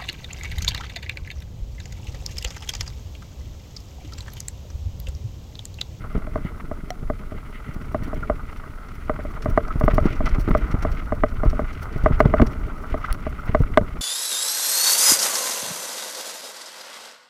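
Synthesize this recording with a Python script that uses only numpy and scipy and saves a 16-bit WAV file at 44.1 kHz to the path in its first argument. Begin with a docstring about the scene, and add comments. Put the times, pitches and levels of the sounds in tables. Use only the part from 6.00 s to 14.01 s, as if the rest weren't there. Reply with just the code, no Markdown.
"""Rough dirt trail: a mountain bike rolls down, heard from a camera in a plastic case on the rider's chest.
Camera knocks ring the modes of the case and thuds are damped sines; wind and ground rumble are filtered noise.
Tyres, chain and leaves are filtered random clicks under gain curves; the brake chirps as short drifting sines.
A lever clack and one grit tick ring small mode sets. Hiss, a thin whine, clipping and band limits come last."""
import sys
import numpy as np
from scipy import signal
from scipy.fft import rfft, irfft, next_fast_len
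from scipy.io import wavfile
from scipy.ndimage import uniform_filter1d

SR = 44100
rng = np.random.default_rng(int(sys.argv[2]) if len(sys.argv) > 2 else 0)


def wrap_up_sound(samples):
    """Save the sound to the file named by the first command line argument, as 16-bit audio."""
    columns = np.atleast_2d(samples).T
    # keep every value between -1 and 1, then stretch to whole-number steps
    tamed = np.clip(columns, -1, 1)
    steps = np.round(tamed * 32767).astype(np.int16)
    wavfile.write(sys.argv[1], SR, steps)


N = 353227
TIME = np.arange(N) / SR
EVENT_TIME = np.arange(SR // 8) / SR


def amp(db):
    """Decibels to gain."""
    return 10 ** (np.asarray(db) / 20)


def evened(x):
    """Scales x to rms 1."""
    return x / np.sqrt(np.mean(x ** 2) + 1e-20)


def noise():
    """White noise over the whole scene."""
    return rng.standard_normal(N)


def add(mix, start_s, sound):
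    """Adds a sound into the mix in place, cut at the end of the mix."""
    part = mix[max(round(start_s * SR), 0):][:len(sound)]
    part += sound[:len(part)]


def coloured(x, spectrum):
    """Minimum-phase filter: the phase follows from the log gain by a Hilbert transform; rms 1."""
    size = next_fast_len(N + 8192)
    hz, db = np.transpose(spectrum)
    bin_hz = abs(np.fft.fftfreq(size, 1 / SR))
    log_gain = np.log(amp(np.interp(np.log(bin_hz + 1), np.log(hz), db)))
    response = np.exp(np.conj(signal.hilbert(log_gain)))[:size // 2 + 1]
    return evened(irfft(rfft(x, size) * response, size)[:N])


def wander(rate_hz):
    """Smooth random curve of rms 1: low-passed noise at SR / 64, interpolated."""
    count = N // 64 + 2
    hz = np.fft.rfftfreq(count, 64 / SR)
    slow = irfft(rfft(rng.standard_normal(count)) / (1 + (hz / rate_hz) ** 4))
    return evened(np.interp(np.arange(N) / 64, np.arange(len(slow)), slow))


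def grains(per_s, spread_db):
    """Random clicks of either sign, most small and a few large; rms 1."""
    size = amp(spread_db * np.minimum(rng.exponential(1, N), 4))
    sign = rng.choice([-1, 1], N)
    return evened(size * sign * (rng.random(N) < per_s / SR))


def decay(t60_s):
    """Exponential decay by 60 dB in t60_s."""
    return np.exp(-np.log(1000) * EVENT_TIME / t60_s)


def ring(hz, t60_s):
    """One decaying sine mode."""
    return np.sin(2 * np.pi * hz * EVENT_TIME) * decay(t60_s)


def surge(rise_s):
    """Envelope that peaks at 1 after rise_s, then dies away."""
    u = EVENT_TIME / rise_s
    return u * np.exp(1 - u)


def swell(middle_s, length_s):
    """Gaussian rise and fall, length_s wide at 1/e."""
    out = np.zeros(N)
    near = slice(*np.searchsorted(TIME, [middle_s - 2 * length_s, middle_s + 2 * length_s]))
    out[near] = np.exp(-(2 * (TIME[near] - middle_s) / length_s) ** 2)
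    return out


# base levels of the ride: t/s, wind level/dB, ground rumble level/dB, tyre crunch level/dB (all relative)
RIDE = [(0.0, -32.5, -43, -47.5), (0.38, -33, -42, -47.5), (0.8, -36, -46, -51), (1.18, -33, -44.5, -50.5),
        (1.63, -36, -47, -49), (2.09, -30.5, -40, -45.5), (2.85, -36.5, -48, -48),
        (4.08, -26, -36.5, -41.5), (4.79, -26.5, -39, -40.5), (5.08, -30.5, -43.5, -45),
        (5.35, -26, -42, -45.5), (5.81, -31.5, -44.5, -42.5), (6.26, -25.5, -33, -40.5),
        (6.57, -28.5, -38.5, -44), (6.93, -34.5, -42.5, -42.5), (7.33, -34, -45, -45),
        (7.64, -29, -40.5, -45), (8.0, -31.5, -41.5, -46.5)]


def ride(column, bump_db, lag_s, length_s):
    """Gain curve from one RIDE column, lifted around each knock, more for a stronger one, up to bump_db."""
    rows = np.array(RIDE)
    bumps = sum(amp(db / 2) * swell(s + lag_s, length_s) for s, db in KNOCKS)
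    base_db = np.interp(TIME, rows[:, 0], rows[:, column])
    return amp(base_db + bump_db * np.tanh(2 * bumps))


# camera knocks in its case at the bumps: t/s, level/dB
KNOCKS = [(0.2719, -25), (.3577, -12), (0.7138, -17), (1.1001, -11.5), (1.3198, -23.5), (1.9462, -10.5),
          (2.131, -17), (2.2981, -7.5), (3.096, -7), (3.19, -20.5), (3.2503, -21.5), (3.4584, -10.5),
          (3.576, -1.5), (3.811, -10), (3.8796, -4), (3.9812, -4.5), (4.2058, -13.5), (4.5493, -5),
          (4.8498, -10), (5.1225, -9.5), (5.236, -3), (5.4338, -10), (5.53, -20), (5.5928, -10),
          (6.0605, -0.9), (6.2034, 2), (6.3387, -3.5), (6.3982, -7.5), (6.9423, -12), (7.2666, -14),
          (7.5479, -2.5), (7.774, 4)]
# modes of the case, before scatter and hardening: f/Hz, level/dB, t60/s, microphone side/+-1
CASE = [(250.3, -6, 0.037, 1), (452, -14.5, 0.075, -1), (593.1, -6, 0.059, 1), (654.2, -5.5, 0.045, -1),
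        (761, -10.5, 0.024, -1), (1042, -8, 0.014, -1), (1165, -10.5, 0.019, -1), (1231, -4.5, 0.016, 1),
        (1508, -19, 0.033, -1), (2010, -20, 0.025, 1), (2167, -30.5, 0.029, 1), (2860, -41, 0.034, 1)]
HARDENING_DB_PER_OCT_PER_DB, EVEN_KNOCK_DB = .24, -7.5  # mode tilt against knock level


def knocks(pivot_hz=600, crack_db=-31, crack_t60_s=0.015, crack_hz=2700, crack_growth_db_per_db=.3,
           vary_db=1, detune=0.0077, sway_db=-19.5, sway_hz=70, sway_t60_s=.11):
    """Each knock rings slightly shifted case modes, cracks and sways the mount; a harder one is brighter."""
    out = np.zeros(N)
    mode_hz, mode_db, t60_s, side = np.transpose(CASE)
    sway = amp(sway_db) * ring(sway_hz, sway_t60_s)
    crack_filter = signal.butter(2, crack_hz, fs=SR)
    for s, db in KNOCKS:
        tilt_db_per_oct = HARDENING_DB_PER_OCT_PER_DB * (db - EVEN_KNOCK_DB)
        seat, stiffness = rng.standard_normal((2, len(CASE)))
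        gain_db = mode_db + vary_db * seat + tilt_db_per_oct * np.log2(mode_hz / pivot_hz)
        shifted_hz = mode_hz * (1 + detune * stiffness)
        body = (np.sign(side) * amp(gain_db)) @ ring(shifted_hz[:, None], t60_s[:, None])
        crack = signal.lfilter(*crack_filter, rng.standard_normal(len(EVENT_TIME))) * decay(crack_t60_s)
        add(out, s, amp(db) * (body + amp(crack_db + crack_growth_db_per_db * db) * crack))
        add(out, s, -np.tanh(2 * amp(db - EVEN_KNOCK_DB)) * sway)  # sway saturates
    return out


# wheels hit roots and ruts: t/s, level/dB, f/Hz
THUDS = [(.151, -11, 186), (.163, -19, 430), (0.1766, -15, 247), (.45, -12.5, 140), (.642, -18, 131),
         (0.836, -21.5, 149), (1.029, -18, 140), (1.69, -17.5, 130), (1.763, -17.5, 150),
         (2.023, -16.5, 170), (2.225, -18.5, 180), (3.4872, -8.5, 111), (3.757, -11, 127),
         (3.8386, -3.5, 115), (3.9356, -8, 123), (4.027, -9.5, 110), (4.0561, -0.5, 240), (4.3845, -8, 126),
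         (4.4782, -6, 232), (4.4876, -4.5, 249), (4.5082, -5, 185), (4.742, -5, 110), (5.4574, -6.5, 105),
         (5.621, -14.5, 201), (5.9605, -11, 125), (6.0388, -10, 139), (6.1087, -6.5, 115), (6.2572, 3, 125),
         (6.403, -3, 150), (6.4167, -1, 113), (6.4207, 4, 174), (7.493, -8.5, 108), (7.604, -3, 126),
         (7.8131, -6.5, 184)]
THUD_SWINGS = 3.3  # cycles per t60


def thuds(shudder_db=-16, shudder_s=0.0044, heave_db=-10, heave_hz=80, heave_t60_s=0.038):
    """Jolts through the rider: heavily damped swings over a deeper heave, then a noisy mount shudder."""
    swings, shake = np.zeros((2, N))
    heave = amp(heave_db) * ring(heave_hz, heave_t60_s)
    for s, db, hz in THUDS:
        add(swings, s, -amp(db) * (ring(hz, THUD_SWINGS / hz) + heave))
        add(shake, s, amp(db + shudder_db) * surge(shudder_s))
    return swings + shake * coloured(noise(), RUMBLE)


# strong eddies suck at the case: middle t/s, level/dB
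GUSTS = [(.167, -9.5), (1.058, -13), (2.32, -13), (3.528, -8.5), (3.792, -9), (3.867, -3.5), (3.968, -6),
         (4.063, -9.5), (4.255, -8), (4.334, -5), (4.409, -9.5), (4.517, -3.5), (4.639, -9.5),
         (4.919, -10.5), (5.407, -7.5), (5.479, -3.5), (6.047, -4), (6.14, -10), (6.641, -10), (6.932, -15),
         (7.114, -8.5), (7.626, -6)]
GUST_S = 0.014
# wind spectrum: f/Hz, relative level/dB per Hz
WIND = [(8, -16.5), (22, 5), (42, -6.5), (65, -7.5), (100, -14.5), (160, -26.5), (300, -41), (900, -89)]


def wind(level_db=2, suction=0.21, rebound=0.33, rebound_stretch=4.0):
    """Eddies pass the case, sucking harder than they push; each strong one has a broad rebound."""
    eddies = coloured(noise(), WIND)
    eddies /= np.sqrt(uniform_filter1d(eddies ** 2, size=6000) + 0.062)  # levels slow swings
    skewed = evened(eddies - suction * (eddies ** 2 - 1))
    gusts = np.zeros(N)
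    for s, db in GUSTS:
        gusts += amp(db) * (rebound * swell(s, rebound_stretch * GUST_S) - swell(s, GUST_S))
    airflow = ride(column=1, bump_db=4.5, lag_s=0.0045, length_s=0.13)
    return amp(level_db) * airflow * skewed + gusts


# tyre scuffs over loose dirt: middle t/s, level/dB, length/s
SCUFFS = [(0.166, -41, .025), (.605, -38, 0.013), (1.383, -39.5, .017), (2.497, -38, .014),
          (3.368, -38, .025), (3.838, -27, 0.0077), (3.911, -29, .025), (4.067, -30, .05),
          (4.269, -24, .026), (4.352, -31.5, 0.023), (4.485, -30, 0.02), (4.512, -23.5, 0.008),
          (4.71, -31.5, .012), (4.888, -38, 0.035), (4.998, -35.5, .014), (5.466, -35, 0.037),
          (5.71, -33.5, .01), (6.13, -37, .035), (6.257, -27, .009), (6.388, -32, 0.046),
          (6.421, -21, .009), (7.048, -28, .01), (7.109, -31, 0.019), (7.483, -34.5, 0.037),
          (7.674, -39, .015), (7.971, -34.5, 0.019)]
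# tyre spectrum: f/Hz, relative level/dB per Hz
TYRE = [(300, -18.5), (620, -6), (720, -8), (950, -7.5), (1120, -4), (1280, 2.5), (1450, -0.5),
        (1720, -15.5), (2000, -5.5), (2500, -17), (3000, -19.5), (3700, -28.5), (6000, -37.5),
        (12000, -67.5)]


def tyres(level_db=0.33, clump_db=3.0, shift_db=2.5):
    """Knobs crush dirt in clumps and now and then slip; the colour shifts with the ground."""
    rolling = ride(column=3, bump_db=1, lag_s=.09, length_s=0.11)
    rolling = rolling * amp(level_db + clump_db * wander(rate_hz=73))
    slipping = sum(amp(db) * swell(s, length_s) for s, db, length_s in SCUFFS)
    crunch = coloured(grains(per_s=1200, spread_db=3.0) + 0.81 * noise(), TYRE)
    dull = signal.sosfiltfilt(signal.butter(3, 1700, fs=SR, output="sos"), crunch)
    shift = amp(shift_db * wander(rate_hz=17))
    return np.hypot(rolling, slipping) * evened(dull * shift + (crunch - dull) / shift)


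# chain jingles: t/s, relative level/dB, relative brightness of the top/dB
JINGLES = [(1.9175, -49, 1), (2.0344, -47, -8), (2.8844, -43, -22), (3.4201, -36, -25), (3.4974, -46, 4),
           (3.676, -42, -23), (3.795, -42, 3), (3.8457, -46.5, 9), (3.9424, -48, 9), (3.9684, -43, -11),
           (4.0397, -50, 2), (4.056, -38, -14), (4.1235, -43, -28), (4.1525, -41, -25),
           (4.2557, -31.5, -19), (4.286, -32, -28), (4.344, -41, -7), (4.4063, -40.5, 0), (4.4892, -52, 11),
           (4.7107, -38, -20), (4.823, -31.5, -13), (4.9157, -37.5, -9), (5.284, -41, -24),
           (5.4954, -34, -18), (5.7284, -39.5, -22), (5.923, -45, -20), (6.0344, -41, -7),
           (6.4653, -35.5, -18), (6.6643, -51, -2), (7.0544, -39, -23), (7.4555, -47, 2), (7.6141, -49, 5)]
# chain spectrum: f/Hz, relative level/dB per Hz
CHAIN = [(2000, 4), (3700, -7), (4500, -0.5), (5000, -6.5), (5600, 1.5), (6800, -9.5), (8700, -11.5),
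         (10700, -7.5), (12800, -14), (15000, -2), (16300, -19)]


def chain(level_db=-4, rise_s=0.0039, top_db=2, rattle_db=-24, clump_db=8.0):
    """Links clash in short showers, over a faint rattle that follows the tyre crunch level."""
    links = coloured(grains(per_s=1900, spread_db=2.5), CHAIN)
    top = signal.sosfiltfilt(signal.butter(2, 8500, "high", fs=SR, output="sos"), links)
    rattle = ride(column=3, bump_db=1.0, lag_s=.04, length_s=.08)
    low_gain = rattle * amp(rattle_db + clump_db * wander(rate_hz=37))
    top_gain = low_gain.copy()
    for s, db, bright_db in JINGLES:
        shower = amp(db + level_db) * surge(rise_s)
        add(low_gain, s, shower)
        add(top_gain, s, shower * amp(bright_db + top_db))
    return low_gain * (links - top) + top_gain * top


# brake pad catches the disc: middle t/s, level/dB, length/s, mean f/Hz
CHIRPS = [(2.235, -28.5, 0.011, 1387), (3.711, -26, .011, 1280), (7.045, -20, 0.0078, 1305),
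          (7.049, -37, 0.0063, 1950), (7.051, -26, .008, 1470), (7.086, -27, .005, 1260),
          (7.092, -30, 0.0185, 1400), (7.13, -43, 0.02, 1300), (7.396, -33.5, 0.019, 1317)]


def brake(waver=0.034, flutter_db=3.5):
    """The disc sings briefly at a drifting pitch; the pad's grip flutters."""
    out = np.zeros(N)
    drift = 1 + waver * wander(rate_hz=180)
    grip = amp(flutter_db * wander(rate_hz=430))
    for s, db, length_s, hz in CHIRPS:
        near = abs(TIME - s) < 2 * length_s
        phase = 2 * np.pi * np.cumsum(hz * drift[near]) / SR
        envelope = (grip * swell(s, length_s))[near]
        out[near] += amp(db) * envelope * np.sqrt(2) * np.sin(phase)
    return out


def click(event, modes):
    """Sharp blow on a small hard part: all its modes start at once."""
    out = np.zeros(N)
    s, level_db = event
    add(out, s, sum(amp(level_db + db) * ring(hz, t60_s) for hz, db, t60_s in modes))
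    return out


# one lever clack: t/s, level/dB
CLACK = (.9049, -21.5)
# lever modes: f/Hz, level/dB, t60/s
CLACK_MODES = [(650, -5.5, 0.043), (723, -3.5, 0.091), (1320, -7, .019), (2000, 0, 0.011),
               (3100, -3.5, 0.0063), (4150, -9.5, 0.011), (5570, -10, 0.014), (5700, -13, 0.019),
               (11800, -22, .008), (14900, -19, .006)]


def lever():
    """A handlebar lever clacks and rings its modes."""
    return click(CLACK, CLACK_MODES)


# one grit tick: t/s, level/dB
TICK = (7.1273, -21.5)
# modes the grit rings: f/Hz, level/dB, t60/s
TICK_MODES = [(2100, -12, .01), (2850, -16, .01), (3380, -12, .008), (4500, -3.5, 0.006),
              (5470, -7, 0.0056), (9750, -13, 0.0054), (10550, 3, 0.0033), (15000, -6, .005)]


def grit():
    """A flung grain ticks on the case and rings short, mostly high modes."""
    return click(TICK, TICK_MODES)


# leaves brush along the bike: middle t/s, level/dB, length/s
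BRUSHES = [(0.15, -54, .065), (0.468, -45, 0.071), (0.609, -41, 0.0074), (1.38, -50.5, .044),
           (1.468, -49, .04), (1.561, -43, 0.054), (1.694, -49, 0.13), (2.044, -47, 0.06),
           (2.17, -46, 0.039), (2.895, -51, .018), (4.592, -42, .015), (6.385, -37, .01),
           (7.061, -43, 0.017), (7.11, -39, .014), (7.741, -38, .01)]
# leaf spectrum: f/Hz, relative level/dB per Hz
LEAVES = [(700, -20), (1300, 7), (1720, 0.5), (2050, 12), (2500, -4), (3000, -1.5), (3800, -14),
          (5600, -26), (9000, -26)]


def leaves():
    """Undergrowth swishes past: dense filtered clicks in short swells."""
    touch = sum(amp(db) * swell(s, length_s) for s, db, length_s in BRUSHES)
    return touch * coloured(grains(per_s=4000, spread_db=3.0), LEAVES)


# rumble spectrum, also of the mount shudder: f/Hz, relative level/dB per Hz
RUMBLE = [(60, -28.5), (120, 1.5), (180, -1.5), (260, -2), (350, -9), (450, -7.5), (520, -23), (620, -10.5),
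          (720, -26), (1100, -25.5), (2500, -69.5)]


def rumble(level_db=1.0, lumpy_db=3.0):
    """Small bumps in the ground shake the case without pause."""
    shaking = ride(column=2, bump_db=3.5, lag_s=0.034, length_s=0.07)
    return amp(level_db + lumpy_db * wander(rate_hz=32)) * shaking * coloured(noise(), RUMBLE)


def scene():
    """Sums all sources at the microphone, one channel."""
    bike = thuds() + chain() + brake() + lever()
    trail = tyres() + grit() + leaves() + rumble()
    return (knocks() + wind() + bike + trail)[None]


# hiss spectrum: f/Hz, relative level/dB per Hz
HISS = [(100, -16), (3000, 10), (6500, 6.5), (8700, 4), (9900, 6.5), (11500, 2.5), (13500, 4), (15500, 4),
        (16500, -36.5)]
EDGE_HZ = 16100


def record(dry, hiss_db=-62, whine_db=-81, ceiling=0.864, coupling_hz=9):
    """Adds hiss and a thin electronic whine, clips peaks at the ceiling, then limits the band."""
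    whine = sum(np.sin(2 * np.pi * hz * TIME + wander(rate_hz=9)) for hz in (9982, 10058))
    wet = dry + amp(hiss_db) * coloured(noise(), HISS) + amp(whine_db) * whine
    clipped = np.clip(wet, -ceiling, ceiling)
    # the coupling capacitor makes flattened peaks sag
    coupled = signal.lfilter(*signal.butter(1, coupling_hz, "high", fs=SR), clipped)
    low_pass = signal.firwin(255, EDGE_HZ, window=("kaiser", 9), fs=SR)
    return signal.oaconvolve(coupled, low_pass[None], "same")


dry = scene()
out = record(dry)
wrap_up_sound(out)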